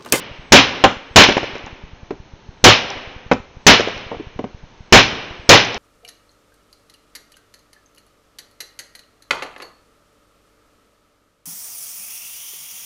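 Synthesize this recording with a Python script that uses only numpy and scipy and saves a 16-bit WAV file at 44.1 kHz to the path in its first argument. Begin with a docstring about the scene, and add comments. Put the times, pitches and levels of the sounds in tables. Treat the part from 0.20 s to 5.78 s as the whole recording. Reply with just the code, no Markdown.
"""In a bare, echoing shed, a knife chops into a branch held on a plank, close to a small camera.
Hard chops crack, rattle and boom, made of shaped noise and ringing wood; they overload the input.
Light taps, rebounds of the branch and landing chips follow: ringing wood with soft or bright noise.
The camera adds hiss with a faint tone, and short, low electrical dips, often a tenth of a second apart."""
import sys
import numpy as np
from scipy import signal
from scipy.fft import rfft, irfft, next_fast_len
from scipy.io import wavfile
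from scipy.ndimage import map_coordinates

SR = 44100
rng = np.random.default_rng(int(sys.argv[2]) if len(sys.argv) > 2 else 0)


def materialize(psi):
    """Save the field psi as 16-bit PCM at rate SR to the path in sys.argv[1].

    A 1-D psi becomes a single channel; in a 2-D psi each row is a channel.
    """
    bounded = np.clip(np.atleast_2d(psi).T, -1, 1)
    quanta = np.round(bounded * 32767).astype(np.int16)
    wavfile.write(sys.argv[1], SR, quanta)


def elevation(decibels):
    """Turn decibel levels (scalar or array-like) into linear amplitude ratios."""
    levels = np.asarray(decibels, float)
    return 10 ** (levels / 20)


N = 246078  # length [samples]


def unit(x):
    """Scale to rms 1."""
    return x / np.sqrt(np.mean(x ** 2) + 1e-20)


def along(points, hz):
    """Read a value between (Hz, value) points on a log frequency axis."""
    f, v = np.transpose(points)
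    return np.interp(np.log(hz + 1), np.log(f + 1), v)


def filtered(x, response):
    """Multiply the spectrum of x by a response, a function of frequency."""
    m = 2 * next_fast_len(len(x) // 2 + SR // 4)
    return irfft(rfft(x, m) * response(np.fft.rfftfreq(m, 1 / SR)), m)[:len(x)]


def causal(response):
    """Keep the same gains, with the phase that lets nothing come early."""
    def shaped(hz):
        cepstrum = irfft(np.log(np.maximum(response(hz), 1e-6)))
        half = len(cepstrum) // 2
        # fold the part before time zero onto the part after it
        cepstrum[1:half] *= 2
        cepstrum[half + 1:] = 0
        return np.exp(rfft(cepstrum, 2 * len(hz) - 2))
    return shaped


def add(track, s, sound):
    """Mix a sound in at s seconds; the track starts one second early."""
    part = track[round((s + 1) * SR):][:len(sound)]
    part += sound[:len(part)]


def chops():
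    """The blade splits fibres with a crack, the branch rattles on the plank, the floorboards boom."""
    # hard chops: (time [s], crack level [dB], splinters above the crack [dB], thud level [dB],
    # time for the rattle to fade by 60 dB [s])
    hard_chops = [(-.33, 9.5, 0, 8, .17), (.3220, 10.5, 8.5, 6.5, .11), (0.9604, 11.5, 2.5, 8, .32),
                  (2.4414, 10.5, 3.5, 5, .12), (3.4668, 9.5, 5.5, 5, .13), (4.7250, 10, -10, 7, .15),
                  (5.2921, 11.5, 4.5, 6, .2)]
    # tone colour of splitting wood: (frequency [Hz], relative level [dB])
    crack_colour = [(59, -35.5), (100, -3.5), (415, -4.5), (495, -0.5), (956, 1), (1270, -1.5),
                    (2880, -0.5), (4650, -5), (5860, -12), (7000, -22.5), (9100, -63.5), (15400, -120)]
    push_s, push_db = 0.0011, 4.5
    splinter_hz, splinter_width_hz, splinter_t60_s = 5600, 1500, 0.053
    track, t = np.zeros(N + SR), np.arange(SR // 2) / SR
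    colour = lambda hz: elevation(along(crack_colour, hz))
    splinter_colour = lambda hz: 1 / (1 + ((hz - splinter_hz) / splinter_width_hz) ** 2)
    for s, crack_db, splinter_db, thud_db, rattle_t60_s in hard_chops:
        plank_db = crack_db + 7
        # a single sharp snap, heard mostly through the room
        snap = filtered(t == 0, causal(colour))
        snap = elevation(crack_db + 31.5) * snap / np.linalg.norm(snap)
        add(track, s, shed(snap, near_db=-4.0, far_db=-20, direct_db=-21.5, hang=2))
        # tearing noise: a quick crack and a weaker, slower rattle
        noise = unit(filtered(rng.standard_normal(len(t)), colour))
        lumps = elevation(9.1 * map_coordinates(rng.standard_normal(70), [t * 130]))  # fibres give way unevenly
        fade = elevation(-60 * t / 0.022) + 0.2 * elevation(-60 * t / rattle_t60_s)
        add(track, s, elevation(crack_db) * lumps * noise * fade)
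        # the blade's arrival: one short pressure push before the wood gives way
        add(track, s - push_s, elevation(push_db) * np.sin(np.pi * np.clip(t / push_s, 0, 1)))
        # the first fibres snap brightly
        bright = unit(filtered(rng.standard_normal(len(t)), splinter_colour))
        add(track, s, elevation(crack_db + splinter_db - 60 * t / splinter_t60_s) * bright)
        wood = elevation(plank_db) * ring(t, favoured_hz=600, damping=0.72, breadth=9.0)
        add(track, s, shed(wood, near_db=-6.5, far_db=-23, direct_db=-7, hang=2))
        for late, luck in rng.random((4, 2)):  # the branch jumps and slaps the plank again
            slap = ring(t, favoured_hz=250 + 500 * luck, damping=1.9, breadth=0.87)
            add(track, s + .008 + .07 * late, elevation(plank_db - 1.0 - 24 * late) * slap)
        # the floor: a strong thud that swells in, and a weak, long hum
        floor = boom(t)
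        thud = elevation(thud_db - 60 * t / 0.14) * floor * (1 - np.exp(-t / 0.0092))
        hum = elevation(thud_db - 26.5 - 60 * t / 0.72) * floor
        add(track, s, thud + hum)
    return track[SR:]


def knocks():
    """Taps ring freely and nudge the floor; rebounds are choked and land in two touches."""
    # blade or hand taps the branch: (time [s], level [dB], favoured frequency [Hz], breadth [octaves])
    taps = [(.6388, 11, 800, 1.1), (.648, 0, 850, .8), (1.906, -11, 330, 1.24), (3.1137, 2.5, 494, 3.2),
            (3.123, -6, 600, 3.3), (3.914, -15, 517, 1.1), (3.928, -23, 600, 1.1), (3.943, -19, 460, 2),
            (3.997, -17, 336, 0.51), (4.190, -11, 413, 1.25), (4.2406, -13, 280, 1.23)]
    # the branch falls back on the plank: (time [s], level [dB], favoured frequency [Hz])
    rebounds = [(1.087, -2.2, 477), (1.107, -9, 290), (1.168, -4, 466), (1.230, -15, 430),
                (1.353, -20, 493), (1.467, -26, 600), (3.596, -3.5, 480), (3.673, -11, 446)]
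    # the second touch: its far end lands just after and favours higher notes
    touches = [(0, 0, 1), (0.01, -4, 1.23)]  # (delay [s], level [dB], pitch factor)
    track, t = np.zeros(N + SR), np.arange(SR // 5) / SR
    for s, db, favoured_hz, breadth in taps:
        edge_db = -13.5 + 0.67 * db  # the noisy edge grows with the force
        add(track, s, contact(db, edge_db, favoured_hz, 1, breadth))
        nudge = elevation(db - 23 - 60 * t / 0.206) * boom(t)
        add(track, s, nudge * (1 - np.exp(-t / .006)))
    for s, db, favoured_hz in rebounds:
        for late, touch_db, brighter in touches:
            touch = contact(db + touch_db, -12.5, brighter * favoured_hz, damping=3.7, breadth=0.77)
            add(track, s + late, touch)
    return track[SR:]


def contact(db, edge_db, favoured_hz, damping, breadth):
    """A light contact rings the plank with a small edge of noise, both echoed by the shed."""
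    t = np.arange(SR // 5) / SR
    wood = ring(t, favoured_hz, damping, breadth)
    edge_colour = lambda hz: hz / (hz + 900) / (1 + (hz / 2300) ** 2.9)
    noise = unit(filtered(rng.standard_normal(len(t)), edge_colour))
    fade = elevation(-60 * t / 0.042) + 0.037 * elevation(-60 * t / 0.33)
    edge = elevation(edge_db) * noise * fade * (1 - np.exp(-t / 0.00079))
    heard = shed(wood, near_db=-10.5, far_db=-31.5, direct_db=1.5, hang=0.86)
    # -1 is the very start of what is heard, see add()
    add(heard, -1, shed(edge, near_db=-8.5, far_db=-24.5, direct_db=2.0, hang=0.98))
    return elevation(db) * heard


def chips():
    """Each dry chip is a short bright tick of noise and a faint knock on the plank."""
    # chips landing: (time [s], level [dB])
    landings = [(1.092, -17), (1.1765, -20), (1.202, -32), (1.2396, -32), (1.353, -33.5), (1.382, -35),
                (1.4627, -30), (2.7030, -17), (3.1345, -22), (3.142, -42), (3.606, -18), (3.6394, -29.5),
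                (3.684, -29.5), (3.7778, -29), (5.449, -18.5), (5.5443, -16.5)]
    track, t = np.zeros(N + SR), np.arange(SR // 10) / SR
    for s, db in landings:
        pitch_hz = 5500 * (1 + 0.036 * rng.standard_normal())  # each chip has its own pitch
        body = lambda hz: 0.3 + 1 / (1 + ((hz - pitch_hz) / 700) ** 2)
        tick_colour = lambda hz: body(hz) * hz / (hz + 900) / (1 + (hz / 6900) ** 12)
        tick = unit(filtered(rng.standard_normal(len(t)), tick_colour))
        add(track, s, elevation(db - 60 * t / 0.007) * tick)
        knock = ring(t, favoured_hz=800, damping=1.2, breadth=0.54)
        add(track, s + 0.00268, elevation(db - 2) * knock)
    return track[SR:]


def ring(t, favoured_hz, damping, breadth):
    """One blow sounds all modes at new strengths and phases, most of all those near favoured_hz."""
    # modes of branch and plank, before scatter and damping:
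    # (frequency [Hz], relative level [dB], time to fade by 60 dB [s])
    modes = [(205, -8, .06), (250, -4, .06), (295, -6, .07), (345, -8, .05), (395, -7, .07),
             (470, -3, .055), (570, -6, .06), (660, -6, .04), (750, -5, .06), (870, -6, .045),
             (980, -7, .05), (1100, -8, .05), (1250, -8, .035), (1400, -10, .03), (1540, -9, .035),
             (1850, -10, .028), (2300, -11, .025)]
    hz, db, t60 = np.transpose(modes)[:, :, None]
    chance = rng.standard_normal((3, len(modes), 1))
    octaves_off = np.log2(hz / favoured_hz)
    favour = 1 / (1 + (octaves_off / breadth) ** 2) ** 1.4
    size = elevation(db + 0.94 * chance[0] - 60 * t * damping / t60) * favour
    turn = 2 * np.pi * hz * (1 + 0.028 * chance[1]) * t + 1.19 * chance[2]
    wood = (size * np.sin(turn)).sum(0)
    wood = wood * (1 - np.exp(-t / .001)) ** 2  # the contact takes a moment to build
    return 0.28 * wood / np.sqrt(np.mean(wood[:SR // 100] ** 2))  # level set on the first 10 ms


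def boom(t):
    """Noise in the resonances of the floorboards."""
    # floorboards under the plank: (frequency [Hz], width [Hz], relative level [dB])
    boards = [(46.4, 20, -10), (111.8, 8.2, 3.5), (196.9, 22, -15.5), (248, 76, -2.5)]
    colour = lambda hz: sum(elevation(db) / (1 + ((hz - centre) / width) ** 2) for centre, width, db in boards)
    return unit(filtered(rng.standard_normal(len(t)), colour))


def shed(sound, near_db, far_db, direct_db, hang):
    """The direct sound, the quick answer of the near walls and the shed's long hang (hang seconds)."""
    # near walls: (frequency [Hz], time to fade by 60 dB [s])
    near_decay = [(100, 0.16), (500, 0.22), (2000, 0.28), (5000, 0.28), (7500, 0.29)]
    # whole shed: (frequency [Hz], time to fade by 60 dB [s])
    far_decay = [(100, 1.8), (500, 1.285), (1000, 1.34), (2500, 1.28), (4300, 1.02), (5800, 0.96),
                 (7500, 0.95)]
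    # tone colour of the whole shed: (frequency [Hz], gain [dB])
    far_colour = [(100, -11), (400, -1.5), (1000, -5.5), (2500, -3), (4300, -4), (5800, -3), (7500, -11)]
    answer = elevation(far_db) * filtered(tail(far_decay, hang), lambda hz: elevation(along(far_colour, hz)))
    near = tail(near_decay, .5)
    answer[100:100 + len(near)] += elevation(near_db) * near  # 100 samples late
    answer[0] += elevation(direct_db)
    return signal.fftconvolve(sound, answer)


def tail(decay, seconds):
    """A fresh room answer of energy 1, made of noise; each frequency dies at its own speed."""
    hz, t, z = signal.stft(rng.standard_normal(round(seconds * SR)), SR, nperseg=256)
    fade = elevation(-60 * t / along(decay, hz)[:, None])
    answer = signal.istft(z * fade, SR, nperseg=256)[1]
    return answer / np.linalg.norm(answer)


def dips():
    """A rounded negative pulse of a few ms, then a small overshoot that drains through the coupling."""
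    # electrical dips: time of the deepest point [s]
    full_dips = [.115, .196, .315, .769, .913, 1.233, 1.336, 1.443, 1.530, 1.640, 1.735, 1.833, 2.003,
                 2.138, 2.292, 2.434, 2.771, 2.876, 2.965, 3.065, 3.203, 3.371, 3.768, 3.867, 3.971, 4.072,
                 4.163, 4.348, 4.439, 4.608, 4.932, 5.111, 5.198, 5.565]
    # weaker dips beside a full one: time of the deepest point [s]
    twin_dips = [.190, 1.645, 2.762, 4.433]
    track, t = np.zeros(N + SR), np.arange(SR // 5) / SR
    half = .003  # from the start to the deepest point [s]
    pulse = -np.clip(1 - np.abs(t / half - 1), 0, 1) ** 0.87
    pulse += .14 * np.clip((t / half - 2), 0, 1) * np.exp(-t / 0.028)
    for s, less_db in [(s, 0) for s in full_dips] + [(s, -4.5) for s in twin_dips]:
        depth_db = -25.5 + less_db + 1.1 * rng.standard_normal()
        add(track, s - half, elevation(depth_db) * pulse)
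    return track[SR:]


def hiss():
    """Room and circuit noise with one faint steady tone."""
    # tone colour of the hiss: (frequency [Hz], relative level [dB])
    hiss_colour = [(12, -9.5), (20, 4.5), (301, -4), (377, -3.5), (815, -8.5), (878, -4), (1100, -10.5),
                   (1340, -11.5), (3540, -17), (4430, -17), (5140, -22.5), (6430, -21.5), (7650, -50),
                   (9940, -68), (16800, -120)]
    # the steady tone, ahead of the microphone port: frequency [Hz], level [dB]
    whine_hz, whine_db = (4291, -76.5)
    noise = unit(filtered(rng.standard_normal(N), lambda hz: elevation(along(hiss_colour, hz))))
    whine = np.sin(2 * np.pi * whine_hz * np.arange(N) / SR)
    return elevation(-48) * noise + elevation(whine_db) * whine


def scene():
    """Everything reaches one microphone through its port; the dips arise behind it."""
    # peaks and dip of the microphone port: (frequency [Hz], width [Hz], gain change [factor added to 1])
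    port_bumps = [(2350, 61, 0.35), (2970, 95, 0.33), (4705, 150, -0.93), (4980, 250, 0.3),
                  (6020, 130, 0.25)]
    port = lambda hz: 1 + sum(change / (1 + ((hz - centre) / width) ** 2)
                              for centre, width, change in port_bumps)
    sounds = chops() + knocks() + chips() + hiss()
    return (filtered(sounds, causal(port)) + dips())[None]


def low_pass(x):
    """Removes everything above the highest recorded frequency."""
    return signal.sosfilt(signal.butter(12, 15900, fs=SR, output="sos"), x)


def record(dry):
    """The input clips, then everything above a narrow band is cut away; a second clip spills treble above that
    band."""
    first_limit, second_limit = 0.95, .975  # of full scale
    rolled = filtered(dry[0], causal(lambda hz: 1 / np.sqrt(1 + (hz / 7100) ** 12)))
    clipped = np.clip(rolled, -first_limit, first_limit)
    # a slope down from 7100 Hz, then nothing from 7950 Hz up
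    band_edge = lambda hz: np.clip((8300 - hz) / 1200, 0, 1) ** 2.1 * (hz < 7950)
    narrow = filtered(clipped, band_edge)
    full = np.clip(narrow, -second_limit, second_limit)  # what still overshoots clips again
    return low_pass(full[None])


dry = scene()
out = record(dry)
materialize(out)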